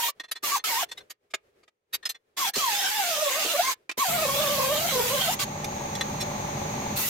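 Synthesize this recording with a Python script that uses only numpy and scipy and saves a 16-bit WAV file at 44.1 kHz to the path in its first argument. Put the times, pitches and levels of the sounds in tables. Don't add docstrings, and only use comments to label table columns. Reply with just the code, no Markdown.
import sys
import numpy as np
from scipy import signal
from scipy.fft import rfft, irfft, next_fast_len
from scipy.io import wavfile
from scipy.ndimage import map_coordinates

SR = 44100
rng = np.random.default_rng(int(sys.argv[2]) if len(sys.argv) > 2 else 0)


def wav_record(signal):
    frames = np.transpose(np.atleast_2d(signal))
    bounded = np.clip(frames, -1, 1)
    quanta = np.round(bounded * 32767).astype(np.int16)
    wavfile.write(sys.argv[1], SR, quanta)


N = 312651

# f/Hz, relative density/dB
ROOM_SPECTRUM = [(30, -15.5), (90, -7), (200, -12.5), (300, -8), (420, 3), (800, -12), (2000, -14.5),
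                 (5000, -24), (15000, -32.5)]
# t/s, level/dB
ROOM_LEVEL = [(.15, -72.5), (1.02, -64.5), (1.18, -77), (1.65, -73.5), (1.8, -88), (2.02, -67), (2.2, -74)]
# f/Hz, t60/s
ROOM_DECAY = [(200, 0.14), (2000, 0.12), (12000, 0.033)]
# f/Hz, left-right coherence
ROOM_COHERENCE = [(60, 0.97), (170, 1), (280, 0.87), (420, 0.57), (950, -0.35), (2400, -0.0067),
                  (15000, .05)]

# t/s, drone level/dB, hiss level/dB
MACHINE_LEVELS = [(4.05, -100, -100), (4.09, -39, -44), (5.4, -39.5, -40.5), (5.5, -37, -40.5),
                  (5.8, -35.5, -38.5), (6.92, -34, -36.5), (7.0, -38.5, -37.5), (7.09, -43, -63)]
# f/Hz, relative density/dB
DRONE_SPECTRUM = [(15, -43.5), (25, -17), (141, 0.5), (173, -5.5), (206, -2.5), (285, -10), (368, -9.5),
                  (408, -12.5), (493, -11.5), (575, -3.5), (648, -8.5), (852, -3), (1160, -12.5),
                  (1330, -19), (1500, -46.5), (1950, -66.5), (3300, -120)]
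HISS_SPECTRUM = [(900, -3), (1400, -4), (2300, -1.5), (3000, -9), (4000, -6), (5200, -13.5), (6000, -5),
                 (6550, 3), (7300, -16.5), (8600, -16), (9500, -22), (11200, -24.5), (14000, -15),
                 (16000, -22.5)]
# f/Hz, relative level/dB
HUM_LINES = [(92, -55.5), (150.7, -44.5), (205, -47), (220, -50), (258, -51.5), (367, -51), (440, -54),
             (566, -51), (587, -48), (786, -46.5), (836, -47.5), (856, -47), (1026, -54), (1165, -52)]

# f/Hz, relative level/dB, free t60/s
ANGLE_MODES = [(1863, -6, 0.39), (3450, -2.5, 0.26), (3600, -12.5, 0.13), (4135, -4.5, 0.39),
               (5028, -16, .2), (5700, -12.5, 0.2), (6400, -11, 0.2), (7800, -16, 0.1), (8600, -10, 0.11),
               (9850, -23.5, .1), (12280, -16.5, .15), (13500, -20, .15)]
PLATE_MODES = [(1560, -8.5, 0.065), (1830, -2, .15), (3880, -32, 0.31), (4040, -3, .15), (4590, 1.5, 0.22),
               (5900, -24, .15), (7000, -15.5, .1), (10020, -0.5, 0.25), (11800, -1, 0.083),
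               (13100, -4, 0.37)]
CHANNEL_MODES = [(1830, -5.5, 0.33), (3400, -2.5, .1), (3671, -5.5, .2), (4130, -1, 0.45),
                 (5087, -10, 0.17), (6220, 0, 0.088), (7720, -9.5, 0.09), (8950, -3, .08),
                 (11800, -6.5, 0.19), (12440, -30.5, .08), (15500, -18, .15)]
TABLE_MODES = [(404, -11, 0.12), (650, -5, 0.19), (1220, -4, 0.12), (2150, 3, 0.07), (2400, -2, 0.28),
               (2620, -8, 0.081), (3260, -11.5, .08), (3580, -3, 0.089), (6900, -22.5, 0.093)]
# t/s, level/dB, rise/s, tilt/(dB/octave), favoured mode f/Hz, its lead/dB
ANGLE_CLINKS = [(.197, -32.5, 0.0032, -4.5, 1863, -0.5), (.232, -41.5, .013, -5.5, 4170, -3),
                (.28, -51, 0.01, -5, 4170, 0), (.35, -36, .016, -3, 4130, 3),
                (.592, -40, .003, -6, 4230, -2), (.884, -48, .013, 0, 3550, -7),
                (.911, -32.5, 0.0083, -1, 3580, 3), (.971, -36, 0.01, -0.5, 3790, 18),
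                (1.003, -49, 0.0045, -10, 1560, -7), (2.141, -45.5, .013, -6, 1863, -3),
                (5.95, -32, .0035, 1, 5520, -1.5), (6.009, -24, 0.0018, -3, 1863, -2.5),
                (6.198, -25, .02, 2.5, 5560, 4)]
PLATE_CLACKS = [(.3113, -25, 0.0068, 0, 3840, 1.91), (1.096, -35, .014, 0, 6750, 4.6),
                (1.924, -28, 0.024, -1, 3790, 8), (1.926, -24, 0.023, 1, 13100, 6)]
CHANNEL_CLANKS = [(2.026, -41.5, 0.0067, -9, 1830, -4), (2.052, -23.5, .006, -0.6, 5087, 8),
                  (2.089, -25.5, 0.01, 3, 11800, 1), (2.533, -27.5, .012, 0.5, 3482, -5)]
TABLE_KNOCKS = [(1.336, -25.5, .004, -4.5, 2150, 3.1), (1.3435, -27.5, .0011, -1, 6900, 1.4),
                (1.628, -57, 0.0098, -3, 4630, 3.5), (1.675, -53.5, 0.0079, -4, 1950, 5.5),
                (3.892, -26.5, 0.0035, -4.5, 2400, 21), (3.911, -32, 0.0038, -1, 2620, 10.5),
                (5.642, -29.5, 0.0034, 4.5, 6000, 1.5)]
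# f/Hz, relative density/dB
CLATTER_SPECTRUM = [(80, -29), (400, -15), (1000, -11.5), (1900, -5), (4000, -5), (5200, -6.5), (7500, -9),
                    (10000, -15.5), (12500, -17.5), (16000, -31)]

# t/s, level/dB, rise/s, life/s, f/Hz
DISC_GRABS = [(.428, -45.5, 0.0046, 0.014, 311), (2.564, -32, 0.0031, 0.018, 296),
              (3.445, -34, 0.0027, 0.029, 420), (3.974, -32.5, .008, 0.011, 370)]
# centre t/s, f/Hz, level/dB
DISC_SQUEALS = [(.574, 6280, -36.5), (.693, 2130, -35), (2.46, 3390, -31.5), (2.779, 5133, -33.5),
                (2.86, 1560, -33), (2.866, 3130, -32.5), (3.511, 2870, -32.5), (4.385, 3489, -31.5),
                (4.78, 3138, -34.5), (5.225, 3170, -29)]
# f/Hz, width/Hz, relative level/dB
WORK_MODES = [(3170, 540, -10.5), (6500, 900, 3), (8780, 100, 1)]
# multiple of the pitch, relative level/dB
ROTOR_ORDERS = [(1, 4), (2, -7.5), (3, -16.5), (4, -21.5), (5, -29.5), (6, -18)]
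# f/Hz, relative density/dB
SCRAPE_SPECTRUM = [(30, -38.5), (90, -17), (200, -10), (450, -7), (800, -1.5), (1300, -2.5), (2200, 2.5),
                   (3500, 3.5), (5200, 0), (6600, -2.5), (8300, -4.5), (9500, -9), (16000, -14.5)]
EXHAUST_SPECTRUM = [(3000, -34), (7000, -9), (9500, -10), (10400, -6.5), (11200, -7.5), (12300, 0),
                    (13500, -6.5), (15000, -3.5), (16000, -17.5)]
# f/Hz, left-right coherence
GRINDER_COHERENCE = [(60, 0.94), (180, 0.59), (550, 0.77), (1650, 0.11), (4970, 0.04), (15000, 0.09)]
# f/Hz, left minus right/dB
GRINDER_BALANCE = [(300, -0.5), (640, 0), (1400, 0), (3100, -2), (6800, -4), (9000, 1), (15000, 1)]
# start/s, end/s, rise/s, scrape level/dB, exhaust level/dB
GRINDER_BURSTS = [(-.02, 0.117, .01, -31, -31.5), (0.423, 0.598, 0.022, -29.5, -33),
                  (0.639, 0.857, 0.0024, -30, -33), (2.364, 2.515, 0.022, -28, -33.5),
                  (2.547, 3.75, 0.015, -29, -35), (3.97, 5.363, 0.014, -30, -32),
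                  (5.386, 5.457, .014, -28.5, -34.5), (6.954, 7.119, 0.019, -33, -28)]
# t/s, nominal f/Hz, nominal level/dB
DISC_PASSES = [
    [(0.005, 947, -36), (0.079, 963, -39.5), (0.087, 1118, -33), (0.105, 1131, -41.5)],
    [(0.44, 1201, -41), (0.51, 898, -44.5), (0.52, 1152, -31), (0.554, 1128, -31), (0.568, 825, -33.5),
     (0.585, 824, -34.5)],
    [(0.645, 1313, -34), (0.681, 1255, -42), (0.707, 950.6, -35), (0.767, 884.7, -34.5), (0.809, 1213, -36),
     (0.833, 677, -29), (0.845, 679, -39)],
    [(2.375, 1064, -37.5), (2.403, 1197, -33), (2.469, 801, -30), (2.5, 813, -37)],
    [(2.58, 1274, -46), (2.592, 1272, -34.5), (2.676, 921.5, -31.5), (2.74, 824.9, -33.5),
     (2.89, 777.8, -38), (2.956, 885, -30), (3.156, 591.3, -39), (3.28, 582.8, -31.5),
     (3.302, 524.8, -37.5), (3.416, 657, -35), (3.444, 597.9, -49), (3.524, 718.6, -39), (3.55, 544.3, -28),
     (3.578, 703, -40), (3.598, 665.7, -27.5), (3.632, 1046, -37), (3.7, 1074, -31.5), (3.73, 855, -52.5)],
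    [(3.99, 1034, -35), (4.016, 1173, -30), (4.058, 707.7, -31), (4.224, 628, -31), (4.266, 536.9, -33),
     (4.454, 612.8, -33), (4.682, 536.4, -29), (4.902, 681.2, -37.5), (4.928, 525.3, -32),
     (5.012, 433.9, -32), (5.05, 519.7, -39.5), (5.08, 467.4, -35.5), (5.13, 588, -29), (5.19, 514, -33),
     (5.22, 814.7, -40), (5.288, 645.7, -31), (5.33, 1000, -43.5), (5.35, 1033, -36)],
    [(5.4, 1198, -49.5), (5.435, 1114, -34), (5.47, 1105, -80)],
]

TOP_HZ = 15950


def amp(db):
    return 10 ** (np.asarray(db) / 20)


def unit(x):
    return x / np.sqrt(np.mean(x ** 2) + 1e-20)


def split(difference):
    return difference * np.array([[.5], [-.5]])


def along(points, hz):
    f, v = np.transpose(points)
    return np.interp(np.log(hz + 1), np.log(f + 1), v)


def curves(rows):
    s, *cols = np.transpose(rows)
    return [np.interp(np.arange(N) / SR, s, c) for c in cols]


def wobble(rate_hz):
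    knots = rng.standard_normal(int(N * rate_hz / SR) + 4)
    return map_coordinates(knots, [np.arange(N) * rate_hz / SR])


def filtered(x, response):
    size = x.shape[-1]
    m = next_fast_len(size + 4096)
    return irfft(rfft(x, m) * response(np.fft.rfftfreq(m, 1 / SR)), m)[..., :size]


def stereo_noise(spectrum, coherence):
    def response(hz):
        angle = np.arccos(np.clip(along(coherence, hz), -1, 1)) / 2
        return amp(along(spectrum, hz)) * [np.cos(angle), np.sin(angle)]
    mid, side = filtered(rng.standard_normal((2, N)), response)
    return unit(np.array([mid + side, mid - side]))


def ramp(u):
    return np.sin(np.pi / 2 * np.clip(u, 0, 1)) ** 2


def choked(t, rise_s, life_s):
    return ramp(t / rise_s) * np.exp(-(np.maximum(t - rise_s, 0) / life_s) ** 2)


def room_tone():
    level_db = curves(ROOM_LEVEL)[0] + 4.4 * wobble(17)
    return amp(level_db) * stereo_noise(ROOM_SPECTRUM, ROOM_COHERENCE)


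def room_reverb(x):
    hz, t, z = signal.stft(rng.standard_normal((2, SR // 4)), SR, nperseg=256)
    tail = signal.istft(z * amp(-60 * t / along(ROOM_DECAY, hz)[:, None]), SR, nperseg=256)[1]
    return signal.fftconvolve(x, tail / np.linalg.norm(tail[0]), axes=1)[:, :N]


def machine(crank_hz=23.74, throb=.49, hum_gain_db=2, rumble_gain_db=-.5):
    drone_db, hiss_db = curves(MACHINE_LEVELS)
    t = np.arange(N) / SR
    hum = np.zeros((2, N))
    for hz, db in HUM_LINES:
        offset_rad = split(np.arccos(np.clip(along(ROOM_COHERENCE, hz), -1, 1)))
        hum += amp(db) * np.sqrt(2) * np.sin(2 * np.pi * hz * t + offset_rad + .55 * wobble(16))
    hum *= amp(hum_gain_db + drone_db - drone_db.max())
    rumble = amp(drone_db + rumble_gain_db) * stereo_noise(DRONE_SPECTRUM, ROOM_COHERENCE)
    upper_rumble = filtered(rumble, lambda hz: hz ** 4 / (hz ** 4 + 600 ** 4))
    crank_rad = 2 * np.pi * crank_hz * t + .5 * wobble(6)
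    chug = throb * (np.cos(crank_rad) + np.cos(2 * crank_rad))
    hiss = amp(hiss_db) * stereo_noise(HISS_SPECTRUM, ROOM_COHERENCE)
    return rumble + chug * upper_rumble + hum + hiss


def ringing(hz, db, t60_s, t):
    strength = amp(db + 2 * rng.standard_normal((2, len(hz))))[..., None]
    phase = 2 * np.pi * rng.random((len(hz), 1)) + .6 * rng.standard_normal((2, len(hz), 1))
    decay = amp(-60 * t / np.reshape(t60_s, (-1, 1)))
    waves = strength * decay * np.sin(2 * np.pi * np.outer(hz, t) + phase)
    return waves.sum(1) / np.sqrt(np.sum(strength ** 2) / 4)


def touches(at_s=1.3, level_db=-62, scatter_db=7, rise_s=.014, tilt_db=2, count=6):
    mode_hz = [mode[0] for mode in TABLE_MODES]
    levels_db = level_db + scatter_db * rng.standard_normal(count)
    return [(at_s, db, rise_s, tilt_db, rng.choice(mode_hz), 0) for db in levels_db]


def knocks(hits, modes, life_s, clatter_db, scuff_db, pan_db, grip_detune=.013, count=64):
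    out, t = np.zeros((2, N + SR)), np.arange(SR // 9) / SR
    mode_hz, mode_db, t60_s = np.transpose(modes)
    crowd_hz = 300 + (TOP_HZ - 300) * ((np.arange(count) + rng.random(count)) / count) ** 1.5
    for s, db, rise_s, tilt_db, spot_hz, lead_db in hits:
        colour_db = lambda hz: tilt_db * np.log2(np.maximum(hz, 1500) / 4000)
        crowd_db = lambda hz: along(CLATTER_SPECTRUM, hz) + colour_db(hz)
        main_db = mode_db + colour_db(mode_hz)
        main_hz = mode_hz * (1 + grip_detune * rng.standard_normal(len(modes)))
        favoured = np.argmin(abs(mode_hz - spot_hz))
        main_hz[favoured], main_db[favoured] = spot_hz, main_db.max() + lead_db
        main = ringing(main_hz, main_db, t60_s, t)
        crowd = ringing(crowd_hz, crowd_db(crowd_hz) + 4 * rng.standard_normal(count), t60_s=.2, t=t)
        noise = rng.standard_normal((2, len(t))) + .46 * rng.standard_normal(len(t))
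        scuff = unit(filtered(noise, lambda hz: amp(crowd_db(hz))))
        blow = main + amp(clatter_db) * crowd + amp(scuff_db) * scuff
        out[:, int(s * SR):][:, :len(t)] += amp(db) * choked(t, rise_s, life_s) * blow
    return out[:, :N] * amp(split(pan_db))


def grabs(jolt_db=-15, jolt_hz=90):
    out, t = np.zeros(N + SR), np.arange(SR // 8) / SR
    jolt = lambda hz: amp(jolt_db) / (1 + (hz / jolt_hz) ** 4)
    for s, db, rise_s, life_s, centre_hz in DISC_GRABS:
        band = lambda hz: 1 / (1 + 1.2j * (hz / centre_hz - centre_hz / (hz + 1))) ** 2
        thump = unit(filtered(rng.standard_normal(len(t)), lambda hz: band(hz) + jolt(hz)))
        out[int(s * SR):][:len(t)] += amp(db) * choked(t, rise_s, life_s) * thump
    return out[:N]


def squeals(width_hz=110, sigma_s=.016, pan_db=-2, faint_hz=(2570, 3138, 3550), faint_db=-36, count=9):
    out, t = np.zeros((2, N + SR)), np.arange(SR // 4) / SR - 1 / 8
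    grinding_s = np.concatenate([np.arange(start + .1, end - .1, .01)
                                 for start, end, *_ in GRINDER_BURSTS if end - start > 1])
    faint = [(rng.choice(part), rng.choice(faint_hz), faint_db)
             for part in np.array_split(grinding_s, count)]
    swell = np.exp(-(t / sigma_s) ** 2 / 2)
    for s, mode_hz, db in list(DISC_SQUEALS) + faint:
        noise = rng.standard_normal((2, len(t))) + rng.standard_normal(len(t))
        ring = swell * filtered(noise, lambda hz: 1 / (1 + (2 * (hz - mode_hz) / width_hz) ** 2))
        out[:, int((s + t[0]) * SR):][:, :len(t)] += amp(db) * unit(ring) * np.sqrt(np.mean(swell ** 2))
    return out[:, :N] * amp(split(pan_db))


def workpiece(hz):
    return sum((-1) ** k * amp(db) * 1j * hz * width / (centre ** 2 - hz ** 2 + 1j * hz * width)
               for k, (centre, width, db) in enumerate(WORK_MODES))


def mottled(x, depth_db):
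    z = signal.stft(x, nperseg=1024)[2]
    patch = np.outer(np.hanning(7), np.hanning(9))[None]
    field = signal.fftconvolve(rng.standard_normal((3,) + z.shape[1:]), patch, "same", axes=(1, 2))
    gain = amp(depth_db * unit(field[:2] + 2 * field[2]))
    return unit(signal.istft(z * gain, nperseg=1024)[1][:, :N])


def bounced(x, share):
    t = np.arange(SR // 16) / SR
    paths = (rng.standard_normal((2, len(t))) + rng.standard_normal(len(t))) * choked(t, .0017, .017)
    return x + share * unit(signal.fftconvolve(x, paths, axes=1)[:, :N]) * x.std()


def whine(phase, pitch_hz, flutter_db=3.4, spread_rad=.8):
    load = np.clip(800 / pitch_hz, .5, 1.4)
    first, overtones, drive = np.zeros((3, 2, N))
    for order, db in ROTOR_ORDERS:
        offset_rad = split(spread_rad * np.sqrt(order) * wobble(12))
        chatter_rad = .45 * load * order ** .25 * wobble(110)
        flutter = unit(amp(flutter_db * wobble(70)))
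        line = np.sqrt(2) * np.sin(order * phase + offset_rad + chatter_rad) * flutter
        first += line * amp(db) * (order == 1)
        overtones += line * amp(db) * load * (order > 1)
        drive += line * (order > 2)
    return first, overtones, unit(filtered(drive, workpiece))


def scrape(phase, chop=.39, body_db=-9, low_cut_hz=170):
    contact = unit((1 + chop * np.cos(phase)) * amp(wobble(900) + .5 * wobble(35)))
    grit = contact * stereo_noise(SCRAPE_SPECTRUM, GRINDER_COHERENCE)
    grit = filtered(grit, lambda hz: hz ** 2 / (hz ** 2 + low_cut_hz ** 2))
    body = unit(filtered(contact * rng.standard_normal((2, N)), workpiece))
    return mottled(grit + amp(body_db) * body, depth_db=3.6)


def exhaust():
    air = mottled(stereo_noise(EXHAUST_SPECTRUM, GRINDER_COHERENCE), depth_db=2.9)
    return air * amp(.77 * wobble(44))


def grinder(fall_s=.03, usual_db=-33.5, first_gain_db=-2, overtone_gain_db=1, ring_gain_db=-7):
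    t = np.arange(N) / SR
    running, scrape_gain, exhaust_gain = np.zeros((3, N))
    for start_s, end_s, rise_s, scrape_db, exhaust_db in GRINDER_BURSTS:
        gate = ramp((t - start_s) / rise_s) * ramp((end_s - t) / fall_s)
        running += gate
        scrape_gain += gate * amp(scrape_db)
        exhaust_gain += gate * amp(exhaust_db)
    pitch_hz, whine_db = curves(np.concatenate(DISC_PASSES))
    pressure = wobble(rate_hz=26)
    sag = .02 * pressure * (800 / pitch_hz) ** 2
    judder, drift = .02 * wobble(240), .01199 * wobble(50)
    phase = 2 * np.pi * np.cumsum(pitch_hz * (1 - sag + judder + drift)) / SR
    first, overtones, ring = whine(phase, pitch_hz)
    swing_db = whine_db - usual_db
    rasp_db = usual_db + .49 * swing_db
    first *= amp(whine_db + first_gain_db - 2 * pressure)
    overtones *= amp(rasp_db + overtone_gain_db)
    tone = bounced(first + overtones, share=.45) + amp(rasp_db + ring_gain_db) * ring
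    scrape_gain *= amp(.4 * pressure - .17 * np.clip(swing_db, -6, 6))
    sound = running * tone + scrape_gain * scrape(phase) + exhaust_gain * exhaust()
    return filtered(sound, lambda hz: amp(split(along(GRINDER_BALANCE, hz))))


def scene(reverb_db=-22):
    near = grinder() + squeals() + grabs()
    near += knocks(ANGLE_CLINKS, ANGLE_MODES, life_s=.015, clatter_db=-5, scuff_db=-10, pan_db=-1)
    near += knocks(PLATE_CLACKS, PLATE_MODES, life_s=.012, clatter_db=-6, scuff_db=-7, pan_db=-1)
    near += knocks(CHANNEL_CLANKS, CHANNEL_MODES, life_s=.017, clatter_db=-7, scuff_db=-10, pan_db=0)
    table_blows = list(TABLE_KNOCKS) + touches()
    near += knocks(table_blows, TABLE_MODES, life_s=.011, clatter_db=-4, scuff_db=-6.5, pan_db=-1)
    return room_tone() + amp(reverb_db) * room_reverb(near) + machine() + near


def record(dry):
    return filtered(dry, lambda hz: ramp((TOP_HZ - hz) / 500 + .5))


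dry = scene()
out = record(dry)
wav_record(out)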